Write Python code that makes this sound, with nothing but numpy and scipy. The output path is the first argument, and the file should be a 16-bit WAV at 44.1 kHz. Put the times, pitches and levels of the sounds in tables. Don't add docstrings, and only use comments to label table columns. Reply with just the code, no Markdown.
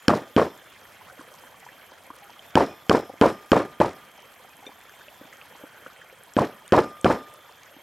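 import sys
import numpy as np
from scipy import signal
from scipy.io import wavfile

SR = 44100
rng = np.random.default_rng(int(sys.argv[2]) if len(sys.argv) > 2 else 0)


def ratio(d):
    e = np.asarray(d, float) / 20
    return 10 ** e


def materialize(psi):
    bounded = np.clip(np.atleast_2d(psi).T, -1, 1)
    quanta = np.round(bounded * 32767).astype(np.int16)
    wavfile.write(sys.argv[1], SR, quanta)


N = 344862
TIME = np.arange(N) / SR

# start in seconds, thump level in dB, crack level in dB, plate ring in dB, glass ring in dB.
BLOWS = [
    (.082, -5, -14, -47, -50),
    (0.3645, -4, -24, -52, -47.5),
    (2.555, -6.5, -18, -45.5, -40.5),
    (2.896, -5, -16.5, -43, -42),
    (3.213, -4, -19.5, -42.5, -44.5),
    (3.5178, -3.5, -18, -38.5, -51),
    (3.8018, -4.5, -32.5, -45.5, -56),
    (6.3666, -7, -26.5, -48.5, -55),
    (6.7228, -4.5, -21, -30.5, -42),
    (7.0453, -4, -23, -34.5, -44.5),
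]
# far-edge knock in dB, slap delay in seconds, slap in dB,
# landing delay in seconds, landing in dB.
REBOUNDS = [(-5.5, .0201, -8, .0534, -6), (-6.5, .0187, -6.8, .051, -8), (-7.5, 0.019, -3.5, 0.051, -6),
            (-11, 0.017, -3.5, .0515, -6.5), (-11, 0.022, -4.5, 0.044, -4), (-6, 0.013, -4.5, 0.047, -3),
            (-3.5, 0.012, -9.5, .0577, -14.5), (-11.5, .0204, -5.5, .0499, -10.5),
            (-3, 0.023, -6, .0541, -1.5), (-5, .0165, -5.5, .056, -3.5)]
# pitch in Hz,
# upper board mode in dB and table mode in dB, both relative to the contact.
VOICES = [(649, -6, -22), (690, 0, -16), (576, -4, -6), (610, -9, -6.5)]
# delay in seconds, level in dB relative to the thump.
CHATTER = [(.030, -13), (.0415, -10)]
# seconds from the landing, level in dB relative to it.
LANDING_TOUCHES = [
    (-.0065, -12),
    (.006, -7),
    (.0135, -14),
]
KNOCK_S = 0.012
SCATTER_DB, SCATTER_S, PITCH_SCATTER = 1, 0.001404, 0.12

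# pitch in Hz, level in dB, cycles until it has died.
THUMP = [(329.5, 3, 3.7), (246, -13, 7.6), (484, -13.5, 21), (116, -21, 5.9)]
# pitch in Hz, level in dB, time to fall 60 dB in seconds.
CRACK = [(1594, 4.5, 0.012), (2550, -5, 0.012), (3080, 6, 0.0075), (4490, -2, 0.0064), (5260, 2, 0.0041),
         (6960, 0, 0.0043), (8950, -16, 0.011)]
# pitch in Hz, level in dB, time to fall 60 dB in seconds.
PLATE = [(581, -3, .47), (1212, 0, .87), (2460, -18, .43)]
# pitch in Hz, level in dB, time to fall 60 dB in seconds.
GLASS = [(5196, 0, .55), (5706, -6.5, .5), (6853, -16, .6), (8398, -19, .5)]
BARE_CRACK_DB, DULLING_PER_DB = -16.5, 1.77

# frequency in Hz, level in dB per Hz.
CLATTER = [(18, -43.5), (30, -26), (81, -14), (200, -8), (337, -2), (460, -4), (1480, -17), (2700, -30.5),
           (5300, -37.5), (9890, -46), (11900, -47.5), (13500, -51), (15000, -80)]
# frequency in Hz, time to fall 60 dB in seconds.
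CLATTER_T60 = [(40, 0.22), (150, 0.22), (500, 0.22), (1500, 0.2), (5000, 0.13), (12000, 0.055)]

# start in seconds, peak in dB, pitch in Hz, board in dB, table thud in dB.
SET_DOWNS = [(1.193, -40.5, 1447, -56, -35), (1.209, -40, 1060, -41, -43), (1.918, -44, 907, -39, -49),
             (2.073, -54, 945, -42, -52), (2.103, -34, 1040, -47, -37.5), (3.096, -35, 740, -27, -36),
             (3.136, -49, 700, -34, -37), (4.59, -50, 936, -61, -48), (4.665, -44, 2360, -44, -38.5),
             (4.691, -43.5, 815, -54, -43), (5.212, -63, 1070, -35, -35.5), (5.252, -50, 947, -60, -43.5),
             (5.553, -47, 1000, -59, -48), (5.636, -49, 790, -31.5, -32.5), (5.863, -33, 1375, -32, -40.5),
             (7.765, -49, 810, -52, -39.5)]
# start in seconds, peak in dB, pitch in Hz.
TOUCHES = [(0.853, -44, 1790), (1.016, -43.5, 914), (1.099, -41.5, 1400), (1.286, -45, 1330),
           (1.342, -45.5, 990), (1.437, -44, 910), (1.665, -38.5, 880), (1.689, -38.5, 1750),
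           (2.296, -41, 847), (4.181, -45.5, 786), (4.627, -44.5, 780), (4.718, -47, 1000),
           (4.895, -42.5, 1580), (5.011, -42.5, 1540), (5.084, -39, 2630), (5.328, -39.5, 1930),
           (5.414, -38, 2520), (6.016, -40, 1680), (6.099, -45, 2190), (7.493, -44, 920)]
TOUCH_BOARD_DB, TOUCH_THUD_DB = -19.5, -24.5
# start in seconds, peak in dB, pitch in Hz.
TICKS = [(0.8131, -48, 6000), (1.2146, -44, 6120), (1.5614, -53, 9340), (1.6018, -42, 9500),
         (1.8647, -46, 9800), (2.0667, -43, 10950), (2.163, -41, 11300), (2.2426, -42, 10400),
         (2.4648, -43, 11700), (4.568, -41, 10000), (4.8943, -45, 6290), (5.3284, -53, 6400),
         (5.9324, -50, 6280), (6.2355, -37, 10700), (6.3365, -35.5, 7400), (6.6787, -34, 8900),
         (7.0124, -32, 8250), (7.3393, -36.5, 11200), (7.633, -41, 6430)]
# start in seconds,
# level in dB, pitch in Hz, time to fall 60 dB in seconds.
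CLINKS = [(0, -59, 7000, .6), (2.22, -45, 810, .25), (2.393, -33, 3160, .02), (2.69, -49.5, 2460, .3),
          (2.81, -52, 3400, .1), (4.5, -52, 2500, .1), (4.666, -34.5, 3590, .067), (4.666, -41, 2390, .087),
          (4.666, -49, 5900, .06), (4.666, -42, 420, .091), (6.012, -54, 3150, .25),
          (6.376, -38, 8000, .03), (6.655, -48, 2900, .05), (6.679, -45, 3650, .03),
          (7.072, -36, 5000, .04), (7.235, -55, 2350, .13)]
# time in seconds, level in dB.
SLIDE = [(5.45, -90), (5.55, -62), (5.75, -54.5), (5.95, -61), (6.1, -61), (6.2, -87)]

# frequency in Hz, level in dB per Hz.
WATER = [(15, -43), (25, -7.5), (145, -3), (363, -6.5), (439, -1.5), (545, -0.5), (1330, -1.5),
         (1840, -1.5), (2910, -8), (3250, -9.5), (3820, -13.5), (5430, -18), (11300, -17), (12900, 3),
         (16000, -40)]
# frequency in Hz, likeness from 0 to 1.
LIKENESS = [(60, 0.83), (180, 0.66), (550, 0.78), (1650, 0.95), (4970, 0.72), (15000, 0.26)]
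WATER_DB, WATER_SWAY_DB = -52, 0.54
CRICKET_DB, CRICKET_BEAD_DB, CRICKET_BEADS_PER_S = -65, 9, 9.0
CICADA_PERIOD_S, CICADA_TOP_S, CICADA_ONSET, CICADA_STEEPNESS = 2.28, .44, .45, 3.5
CICADA_LOW_HZ, CICADA_RISE_HZ, CICADA_LOW_DB, CICADA_SWELL_DB = 13150, 600, -75.5, 5.5


def rms_one(x):
    return x / np.sqrt(np.mean(x ** 2) + 1e-20)


def at_hz(points, hz):
    table_hz, values = np.transpose(points)
    return np.interp(np.log(hz), np.log(table_hz), values)


def drift(rate):
    r = np.exp(-40 * np.pi * rate / SR)
    slow = signal.lfilter([1], [1, -2 * r, r * r], rng.standard_normal(N // 20 + 4002))[4000:]
    return np.interp(np.arange(N) / 20, np.arange(len(slow)), rms_one(slow))


def ring(pushes, hz, t60):
    r, w = ratio(-60 / (t60 * SR)), 2 * np.pi * hz / SR
    return signal.lfilter([0, np.sin(w)], [1, -2 * r * np.cos(w), r * r], pushes + 1e-18)


def clicks(times, level_db):
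    out = np.zeros(N)
    out[np.round(np.asarray(times) * SR).astype(int)] = ratio(level_db)
    return out


def add(out, s, level_db, hz, cycles, rise):
    i = round(s * SR)
    turns = np.arange(min(N - i, 9000)) * hz / SR
    envelope = ratio(level_db - 60 * turns / cycles) * (1 - np.exp(-turns / rise))
    out[i:i + len(turns)] -= envelope * np.sin(2 * np.pi * turns)


def bands():
    edges = 22 * 2 ** np.arange(0, 9.7, 1 / 2.5)
    white = rng.standard_normal((2, 2, N))
    for k, (low, high) in enumerate(zip(edges, edges[1:])):
        sos = signal.butter(2, [low, high], "band", fs=SR, output="sos")
        yield np.sqrt(low * high), signal.sosfilt(sos, white[k % 2])


def blows():
    s, thump_db, crack_db, plate_db, glass_db = np.transpose(BLOWS)
    tilt_db = DULLING_PER_DB * (crack_db - BARE_CRACK_DB)
    # modes, level in dB, treble tilt in dB per octave, delay in s, scatter in dB
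    parts = ((CRACK, crack_db + 4.5, tilt_db, 0, 2.5),
             (PLATE, plate_db, 0, .03, 1.2),
             (GLASS, glass_db, 0, .03, 1.5))
    out = np.zeros(N)
    for modes, level_db, slope_db, late, scatter_db in parts:
        for hz, mode_db, t60 in modes:
            treble_db = slope_db * max(np.log2(hz / 3000), 0)
            strength_db = level_db + mode_db + treble_db + rng.normal(0, scatter_db, len(s))
            out -= ring(clicks(s + late, strength_db), hz, t60)
    out = signal.lfilter([.52], [1, -.5], out)
    out = signal.lfilter(*signal.butter(2, 10500, fs=SR), out)
    for at, level_db in zip(s, thump_db):
        for hz, mode_db, cycles in THUMP:
            add(out, at, level_db + mode_db + 12.5, hz * rng.uniform(0.908, 1.059), cycles, rise=1.0)
    return out


def contacts():
    rows = []
    for (s, thump_db, *_), (knock_db, slap_s, slap_db, land_s, land_db) in zip(BLOWS, REBOUNDS):
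        rows += [(s + KNOCK_S, knock_db, 0), (s + slap_s, slap_db, 1), (s + land_s, land_db, 2)]
        for late, db in LANDING_TOUCHES:
            rows.append((s + land_s + late, land_db + db + SCATTER_DB * rng.normal(), 3))
        for late, db in CHATTER:
            at = s + late + SCATTER_S * rng.normal()
            rows.append((at, thump_db + db + SCATTER_DB * rng.normal(), 3))
    return rows


def rebounds(hits):
    out = np.zeros(N)
    for s, peak_db, voice in hits:
        hz, upper_db, table_db = VOICES[voice]
        add(out, s, peak_db + 6.5, hz * np.exp(PITCH_SCATTER * rng.normal()), cycles=7.1, rise=0.47)
        add(out, s, peak_db + upper_db + 4.0, 990 * rng.uniform(0.803, 1.16), cycles=18.1, rise=1.0)
        add(out, s, peak_db + table_db + 1, 300 * rng.uniform(0.86, 1.23), cycles=5.7, rise=0.28)
    return out


def clatter(rebound_hits, noise_bands):
    hits = np.array([row[:2] for row in BLOWS + rebound_hits])
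    power = clicks(hits[:, 0], 2 * hits[:, 1])
    lumps = ratio(np.array([2.6 * drift(49), 3.0 * drift(55), 4.9 * drift(153)]))
    out = 0
    for k, (hz, (noise, _)) in enumerate(noise_bands):
        r = ratio(-120 / (at_hz(CLATTER_T60, hz) * SR))
        build_s = at_hz([(1500, 0.00043), (5000, 0.012)], hz)
        build = np.exp(-1 / (SR * build_s))
        dying = signal.lfilter([1], [1, -r], power + 1e-18)
        energy = signal.lfilter([1 - build], [1, -build], dying)
        out = out + ratio(at_hz(CLATTER, hz)) * lumps[k // 9] * np.sqrt(energy) * noise
    return ratio(5.5) * out


def handling():
    out = np.zeros(N)
    light = [(s, db, hz, db + TOUCH_BOARD_DB, db + TOUCH_THUD_DB) for s, db, hz in TOUCHES]
    for s, peak_db, hz, board_db, thud_db in SET_DOWNS + light:
        add(out, s, board_db + 4.5, 530, cycles=14.0, rise=1.0)
        add(out, s, peak_db + 8.5, hz, cycles=19.4, rise=0.5)
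        add(out, s + 0.00422, peak_db - 0.5, hz * 1.113, cycles=40.0, rise=0.92)
        add(out, s, thud_db + 3.5, 290, cycles=9.7, rise=0.42)
    for s, peak_db, hz in TICKS:
        add(out, s, peak_db + 5.0, hz, cycles=49.0, rise=3.5)
        add(out, s, peak_db + 3.0, hz * .78, cycles=32.0, rise=3.0)
        add(out, s, peak_db, hz * 1.25, cycles=27.0, rise=1.5)
    for s, level_db, hz, t60 in CLINKS:
        add(out, s, level_db, hz, t60 * hz, rise=0.68)
    return out


def slide():
    s, level_db = np.transpose(SLIDE)
    strength = ratio(np.interp(TIME, s, level_db) + 2.5 * drift(25))
    return strength * rms_one(ring(rng.standard_normal(N), 1510, 0.017))


def grains(per_s, low_hz, high_hz, cycles, spread_db):
    sizes = ratio(spread_db * np.minimum(rng.exponential(1, N), 4)) * (rng.random(N) < per_s / SR)
    dealt = rng.integers(0, 14, N)
    pitches = np.geomspace(low_hz, high_hz, 14)
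    return rms_one(sum(ring(sizes * (dealt == k), hz, cycles / hz) for k, hz in enumerate(pitches)))


def water(noise_bands):
    rush, together = 0, drift(4.3)
    for hz, (mid, side) in noise_bands:
        alike = np.clip(at_hz(LIKENESS, hz), 0, 1)
        gain = ratio(at_hz(WATER, hz) + .5 * together + 3.3 * drift(36.6))
        rush = rush + gain * (np.sqrt(1 + alike) * mid + np.sqrt(1 - alike) * side * [[1], [-1]])
    bubbles = grains(per_s=120.0, low_hz=519, high_hz=2890, cycles=32.0, spread_db=4.0)
    bubbles = signal.lfilter([.3], [1, -.7], bubbles)
    splashes = grains(per_s=120.0, low_hz=4500, high_hz=13000, cycles=9.0, spread_db=3.5)
    mix = rms_one(rush) + ratio(-8.5) * rms_one(bubbles) + ratio(-16.0) * splashes
    return ratio(WATER_DB + WATER_SWAY_DB * drift(0.62)) * mix


def cricket():
    hz = 12595 + 45 * np.cos(2 * np.pi * (TIME - .85) / 1.43) + 8 * drift(30)
    phase = 2 * np.pi * np.cumsum(hz) / SR
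    partner = ratio(-12 + 4 * drift(8)) * np.sin(phase * .9725)
    beads_db = CRICKET_BEAD_DB * drift(CRICKET_BEADS_PER_S) ** 2
    out = ratio(CRICKET_DB + 4.5 - beads_db) * (np.sin(phase) + partner)
    flicker = (1 + .35 * drift(25)) * ratio(1.5 * drift(4))
    return out + flicker * (ratio(-63) * np.sin(phase / 4) + ratio(-74.0) * np.sin(phase / 2))


def cicada():
    cycle = np.cos(2 * np.pi * (TIME - CICADA_TOP_S) / CICADA_PERIOD_S)
    swell = np.clip(CICADA_STEEPNESS * (cycle - CICADA_ONSET), 0, 1)
    hz = CICADA_LOW_HZ + CICADA_RISE_HZ * swell
    level_db = CICADA_LOW_DB + CICADA_SWELL_DB * swell
    phase = 2 * np.pi * np.cumsum(hz) / SR
    out = 0
    for share, part_db, width_hz in ((0.97, 0, 310), (.51, -5.5, 63), (.252, 7, 130)):
        buzz = drift(width_hz) * np.sin(share * phase) + drift(width_hz) * np.cos(share * phase)
        out = out + ratio(level_db + part_db) * buzz
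    return out


def scene():
    hits, noise = contacts(), list(bands())
    table = blows() + rebounds(hits) + clatter(hits, noise) + handling() + slide()
    garden = water(noise) + cricket() + cicada()
    return table + garden * ratio(np.array([[-.6], [.6]]))


def band_limit(x):
    return signal.sosfilt(signal.butter(12, 16810, fs=SR, output="sos"), x)


def record(dry):
    x = signal.sosfilt(signal.butter(2, 64, "high", fs=SR, output="sos"), dry)
    x = 1.02 * np.tanh(x / 1.02)
    x = signal.sosfilt(signal.cheby2(16, 60, 16800, fs=SR, output="sos"), x)
    return band_limit(x)


dry = scene()
out = record(dry)
materialize(out)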